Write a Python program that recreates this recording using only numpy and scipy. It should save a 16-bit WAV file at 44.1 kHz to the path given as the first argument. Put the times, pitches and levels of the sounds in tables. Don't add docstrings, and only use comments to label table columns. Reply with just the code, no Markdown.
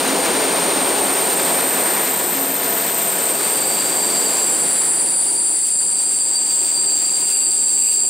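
import sys
import numpy as np
from scipy import signal
from scipy.fft import rfft, irfft, next_fast_len
from scipy.io import wavfile
from scipy.ndimage import uniform_filter1d

SR = 44100
rng = np.random.default_rng(int(sys.argv[2]) if len(sys.argv) > 2 else 0)


def unload_audio(sound):
    columns = np.transpose(np.atleast_2d(sound))
    steps = np.round(np.clip(columns, -1, 1) * 32767)
    wavfile.write(sys.argv[1], SR, steps.astype(np.int16))


N = 356769
TIME = np.arange(N) / SR


def from_db(db):
    return np.exp(np.asarray(db) * (np.log(10) / 20))


def unit_power(x):
    return x / np.sqrt(np.vdot(x, x).real / x.size + 1e-20)


def in_time(rows):
    times, *columns = np.transpose(rows)
    return [np.interp(TIME, times, column) for column in columns]


def at_hz(points, hz):
    freqs, values = np.transpose(points)
    return np.interp(np.log(hz), np.log(freqs), values)


def flutter(rate_hz, order=2):
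    steps = 48
    clock = np.cumsum(np.broadcast_to(rate_hz, N)) * steps / SR + 2 * steps
    pole = np.exp(-2 * np.pi / steps)
    motion = rng.standard_normal((2, int(clock[-1]) + 2))
    for _ in range(order):
        motion = signal.lfilter([1 - pole], [1, -pole], motion)
    return unit_power(np.interp(clock, np.arange(motion.shape[1]), motion[0] + 1j * motion[1]))


def drift(rate_hz):
    return unit_power(flutter(rate_hz).real)


def swell(middle_s, length_s, peak_db, time=TIME):
    return from_db(peak_db) * np.exp2(-2 * np.minimum(((time - middle_s) / length_s) ** 2, 10))


def overlap(rows):
    powers = np.array([swell(s, length, db) ** 2 for s, length, _, db in rows])
    total = powers.sum(axis=0)
    return np.array([hz for _, _, hz, _ in rows]) @ powers / total, np.sqrt(total)


def stereo(direct, reflected, coherence, pan_db):
    coherence = np.clip(coherence, 0, 1)
    side = reflected * np.sqrt((1 - coherence) / (1 + coherence))
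    return np.array([(direct + side) * from_db(pan_db / 2), (direct - side) * from_db(-pan_db / 2)])


# (frequency [Hz], coherence [0-1])
EAR_COHERENCE = [(30, 0.99), (200, 1), (600, 0.98), (1100, 0.86), (1700, 0.95), (2400, 0.8), (3300, 0.94),
                 (4600, 0.87), (5200, 1), (9300, 1), (10000, 0.46), (10700, 1)]
# (frequency [Hz], left minus right [dB])
EAR_BALANCE = [(100, .2), (300, 0.5), (1050, 2.5), (1500, 1.1), (2300, 2), (4200, 1), (5400, 2), (8500, 0),
               (10000, 0.5), (15000, -0.5)]
# (frequency [Hz], left minus right [rad])
EAR_PHASE = [(40, -.03), (200, -0.28), (500, -0.58), (1000, -0.7), (2000, -0.5), (4000, -0.2), (5300, 0)]
def contact_noise(spectrum, flicker_db, flicker_hz):
    size = next_fast_len(N)
    direct, reflected = rfft(rng.standard_normal((2, size)))
    hz = np.maximum(np.arange(len(direct)) * SR / size, 1)
    band_edges = 1 / (1 + (spectrum[0][0] / 2 / hz) ** 4 + (hz / 2 / spectrum[-1][0]) ** 4)
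    ears = stereo(direct, reflected, at_hz(EAR_COHERENCE, hz), at_hz(EAR_BALANCE, hz))
    ears *= from_db(at_hz(spectrum, hz)) * band_edges
    ears[0] *= np.exp(1j * at_hz(EAR_PHASE, hz))
    return unit_power(irfft(ears, size)[:, :N]) * from_db(flicker_db * drift(flicker_hz))


def wheel_mode(tone, nominal_width_hz, core_share, flutter_hz, warble_hz, coherence, pan_db):
    pitch, gain = tone
    width_hz = nominal_width_hz * np.maximum(1.38 - .072 * TIME, .5)
    core = flutter(flutter_hz)
    core = unit_power(core / np.sqrt(0.29 + np.abs(core) ** 2))
    core = core * np.exp(2j * np.pi * np.cumsum(warble_hz * drift(14)) / SR)
    cluster, reflected = flutter(width_hz, order=4), flutter(width_hz, order=4)
    direct = np.sqrt(core_share) * core + np.sqrt(1 - core_share) * cluster
    carrier = np.sqrt(2) * np.exp(2j * np.pi * np.cumsum(pitch) / SR)
    return gain * stereo((direct * carrier).real, (reflected * carrier).real, coherence, pan_db)


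# (time [s], relative roar level [dB], relative hiss level [dB])
ROLLING_LEVELS = [(0.1, -22.5, -24.5), (0.27, -21, -24.5), (1.67, -24, -27.5), (1.93, -24.5, -27.5),
                  (2.54, -28.5, -30.5), (2.71, -27.5, -29), (4.35, -28, -31), (4.97, -33.5, -36.5),
                  (5.72, -41.5, -43.5), (6.79, -38, -39.5), (8.01, -41.5, -44.5), (8.05, -42, -46.5)]
# (time [s], rough share [0-1])
ROUGH_SHARE = [(0, 1), (4.3, 0.93), (5.4, 0.07), (8.09, 0)]
# (frequency [Hz], relative density [dB])
ROUGH_SPECTRUM = [(25, -36), (65, -28), (88, -20.5), (125, -30), (190, -9), (215, -4.5), (243, -8),
                  (275, -2), (325, -1.5), (410, .5), (610, -2), (690, -1.6), (980, -4), (1400, -20.5)]
SMOOTH_SPECTRUM = [(25, -30), (60, -23), (110, -15.5), (155, -8), (240, -6), (300, 1), (400, 2),
                   (460, -6.5), (545, -1.5), (595, -8), (680, -2), (1020, -4), (1130, -19), (1700, -30)]
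HISS_SPECTRUM = [(700, -8), (1150, 0), (1400, 0), (1900, -1), (2400, -1.5), (3000, -3.5), (4400, -3.5),
                 (5300, -7), (6300, -7.5), (7200, -4.5), (10000, -9.5), (11200, -15), (12500, -11),
                 (15800, -19)]
def rolling_noise():
    roar_db, hiss_db = in_time(ROLLING_LEVELS)
    rough, = in_time(ROUGH_SHARE)
    rough_roar = from_db(0.52) * contact_noise(ROUGH_SPECTRUM, flicker_db=0.4, flicker_hz=12)
    smooth_roar = from_db(1.1) * contact_noise(SMOOTH_SPECTRUM, flicker_db=1.17, flicker_hz=12)
    roar = from_db(roar_db) * (np.sqrt(rough) * rough_roar + np.sqrt(1 - rough) * smooth_roar)
    hiss = from_db(hiss_db + 2.5) * contact_noise(HISS_SPECTRUM, flicker_db=0.96, flicker_hz=25.04)
    return roar + hiss


# (frequency [Hz], relative density [dB])
RUMBLE_SPECTRUM = [(25, -25), (65, -23), (88, -14), (125, -9.5), (178, 4), (220, -0.5), (300, -16)]
def bogie_rumble():
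    rough, = in_time(ROUGH_SHARE)
    level_db = -41 * rough - 53.5 * (1 - rough)
    return from_db(level_db) * contact_noise(RUMBLE_SPECTRUM, flicker_db=-0.5, flicker_hz=10)


# (time [s], level [dB])
RUB_LEVELS = [(0, -44), (3, -36), (4.2, -36), (5.2, -38), (6, -34.5), (8.09, -33)]
# (frequency [Hz], relative density [dB])
RUB_SPECTRUM = [(2000, -13.5), (2550, -4.5), (3200, -7), (4000, -4.5), (6100, -6.5), (6600, 0.5), (7200, 1),
                (9000, -4.5), (10300, -5.5), (11200, -14), (11700, -7.5), (13000, -8), (14300, -9),
                (15150, -1.5), (15800, -4)]
def brake_rubbing():
    level_db, = in_time(RUB_LEVELS)
    return from_db(level_db) * contact_noise(RUB_SPECTRUM, flicker_db=2.0, flicker_hz=10.4)


# (centre time [s], duration [s], frequency [Hz], relative peak level [dB])
DRONE_SPELLS = [(.11, 0.11, 269, -25.5), (.36, 0.15, 271.4, -34), (.82, 0.46, 276, -30.5),
                (1.7, .5, 268, -36), (2.44, 0.205, 274.7, -29.5), (2.68, 0.12, 272, -32)]
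def bogie_drone():
    return from_db(-2.0) * wheel_mode(overlap(DRONE_SPELLS), nominal_width_hz=26, core_share=0.8,
                                      flutter_hz=5, warble_hz=3.1, coherence=0.93, pan_db=0)


# (centre time [s], duration [s], frequency [Hz], relative peak level [dB])
STEEL_RINGS = [(0.117, 0.39, 501, -35.5), (0.202, 0.35, 8620, -45), (0.553, 0.26, 664, -33),
               (0.748, 0.53, 409, -36), (1.4, .4, 540, -38), (1.498, 0.26, 696, -35),
               (1.598, 0.28, 8300, -31), (2.003, .4, 965, -41), (2.9, .4, 960, -42),
               (1.7, .6, 13830, -42.5), (2.65, 0.36, 13715, -33), (2.853, 0.5, 682, -35.5),
               (4.7, 0.71, 7800, -33), (5.152, 1.3, 8780, -30), (5.197, 0.28, 928, -46),
               (7.202, 1.32, 9340, -43), (7.35, .2, 2760, -47), (7.65, .2, 3790, -51),
               (7.87, .12, 2765, -45), (7.895, .45, 7660, -26), (7.897, .45, 8500, -30)]
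def ringing_steel():
    fall_per_s = .006
    rings, reflections = np.zeros(N), flutter(20)
    for s, length, hz, db in STEEL_RINGS + stray_wheels(count=6):
        during = np.arange(*np.searchsorted(TIME, [s - 2 * length, s + 2 * length]))
        phase = 2 * np.pi * np.cumsum(hz * (1 - fall_per_s * (TIME[during] - s))) / SR
        shimmer = 1.11 + 0.69 * reflections[(during + rng.integers(N)) % N]
        rings[during] += swell(s, length, db, TIME[during]) * (shimmer * np.exp(1j * phase)).real
    return rings * from_db([[1.3], [.7]])


# (centre time [s], duration [s], frequency [Hz], relative peak level [dB], wheel mode [name])
SQUEAL_SPELLS = [ (.2, .7, 8833, -29, "middle"), (0.237, 1.7, 13770, -35.5, "top"),
                 (1.35, 1.9, 8732, -21.5, "middle"), (1.35, .5, 13840, -32, "top"),
                 (1.85, 1.22, 7675, -30, "main"), (2.417, 1.6, 13670, -23.5, "top"),
                 (2.995, .44, 7695, -31, "main"), (3.746, 1.5, 8660, -21.5, "middle"),
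                 (3.942, 1.2, 13460, -32.5, "top"), (3.8, .52, 4656, -32, "low"),
                 (4.281, .5, 4670, -32, "low"), (4.311, 1.22, 7650, -20.5, "main"),
                 (5.028, .84, 8730, -23.5, "middle"), (5.12, 0.708, 4673, -35, "low"),
                 (5.25, 1.15, 9580, -23, "upper"), (6.385, 1.7, 7608, -20.5, "main"),
                 (6.391, 1.9, 8530, -20.5, "middle"), (7.101, 2.2, 4682, -30.5, "low"),
                 (7.699, 0.73, 8520, -21.5, "middle"), (7.794, 1.4, 9450, -29, "upper"),
                 (8.09, 0.54, 4686, -34, "low"), (8.2, 1.74, 7580, -17, "main")]
def brake_squeal():
    def mode(name, gain_db, **voice):
        tone = overlap([row[:-1] for row in SQUEAL_SPELLS if row[-1] == name])
        return from_db(gain_db) * wheel_mode(tone, **voice)

    return (mode("low", gain_db=0.4, nominal_width_hz=225, core_share=0.34,
                 flutter_hz=10, warble_hz=3.134, coherence=0.87, pan_db=1.0)
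            + mode("main", gain_db=-0.47, nominal_width_hz=295, core_share=0.34,
                   flutter_hz=18, warble_hz=60.01, coherence=0.97, pan_db=0.1)
            + mode("middle", gain_db=-0.5, nominal_width_hz=380, core_share=0.075,
                   flutter_hz=25.1, warble_hz=79.8, coherence=0.93, pan_db=-0.4)
            + mode("upper", gain_db=1.1, nominal_width_hz=360, core_share=0.17,
                   flutter_hz=25.12, warble_hz=45, coherence=0.77, pan_db=2.0)
            + mode("top", gain_db=-1.2, nominal_width_hz=620, core_share=0.12,
                   flutter_hz=40.1, warble_hz=59.7, coherence=0.95, pan_db=2.5))


def stray_wheels(count):
    length_s, scatter_hz, relative_db = .22, 190, -9.5
    high_squeals = [row[:-1] for row in SQUEAL_SPELLS if row[-1] != "low"]
    return [(s + when * length / 2, length_s, hz + detune * scatter_hz, db + relative_db)
            for s, length, hz, db in high_squeals
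            for when, detune in rng.uniform(-1, 1, (count, 2))]


def passing_wheel():
    nearest_s, nearest_m, speed_m_per_s, sound_m_per_s = .82, 3.6, 7.7, 343
    wheel_hz, peak_db = 8960, -30
    along_m = speed_m_per_s * (TIME - nearest_s)
    range_m = np.hypot(along_m, nearest_m)
    pitch = wheel_hz * (1 - speed_m_per_s / sound_m_per_s * along_m / range_m)
    gain = from_db(peak_db) * nearest_m / range_m
    return wheel_mode((pitch, gain), nominal_width_hz=180, core_share=0.52,
                      flutter_hz=25, warble_hz=20.5, coherence=0.71, pan_db=3.0)


# (centre time [s], duration [s], peak level [dB])
RASP_SPELLS = [(1.8, 0.78, -32.5), (2.75, 0.24, -39), (4.848, 0.32, -40)]
# (frequency [Hz], relative density [dB])
RASP_SPECTRUM = [(900, -7), (1300, -0.5), (1850, 3.5), (2450, -8), (3000, -22)]
def tread_rasp():
    envelope = sum(swell(*tread) for tread in RASP_SPELLS)
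    return envelope * contact_noise(RASP_SPECTRUM, flicker_db=1.0, flicker_hz=30)


# (time [s], peak level [dB])
CATCHES = [(4.68, -35), (5.0, -36), (5.41, -31.5), (5.8, -36), (6.019, -33.5), (6.37, -25.5), (6.499, -33),
           (6.78, -25.5), (6.88, -29), (6.96, -30), (7.15, -29.5), (7.35, -29), (7.44, -28)]
def brake_pips():
    mode_hz, pip_s = 4676, 0.038
    phase = 2 * np.pi * np.cumsum(mode_hz + 6 * drift(14)) / SR
    return np.sqrt(2) * np.sin(phase) * sum(swell(s, pip_s, db) for s, db in CATCHES)


# (centre time [s], duration [s], relative peak level [dB])
BITE_SPELLS = [(7.35, .17, -37.5), (7.87, 0.09, -33), (8.07, 0.047, -38)]
# (frequency ratio [1], relative level [dB], nominal width [Hz])
SQUEAK_PARTIALS = [(1, -9, 380.4), (1.105, -13, 130), (4.1, -7, 380), (5, -3, 463)]
def biting_brake():
    lowest_hz = 2524
    phase = 2 * np.pi * lowest_hz * TIME
    partials = sum(from_db(db) * flutter(width * .8, order=3).real * np.cos(ratio * phase)
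                   for ratio, db, width in SQUEAK_PARTIALS)
    return 2 * partials * sum(swell(*bite) for bite in BITE_SPELLS)


def scene():
    rolling, rumble, rasp, drone = rolling_noise(), bogie_rumble(), tread_rasp(), bogie_drone()
    rail_bumps = from_db(0.28 * drift(14))
    running_gear = (rolling + rasp) * rail_bumps + rumble + drone
    coach_s, leftmost_s = 3.4, 3.2
    sway_db = .75 * np.cos(2 * np.pi * (TIME - leftmost_s) / coach_s)
    squeal = (brake_squeal() + passing_wheel() + brake_pips()) * from_db([sway_db / 2, -sway_db / 2])
    return running_gear + squeal + biting_brake() + brake_rubbing() + ringing_steel()


def record(dry):
    window_s, threshold_db, reduction, cutoff_hz = 0.0053, -17, .45, 15700
    power = uniform_filter1d(np.mean(dry ** 2, axis=0), size=round(window_s * SR))
    excess_db = np.maximum(10 * np.log10(power + 1e-12) - threshold_db, 0)
    low_pass = signal.ellip(12, .1, 95, cutoff_hz, fs=SR, output="sos")
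    return signal.sosfilt(low_pass, dry * from_db(-reduction * excess_db))


dry = scene()
out = record(dry)
unload_audio(out)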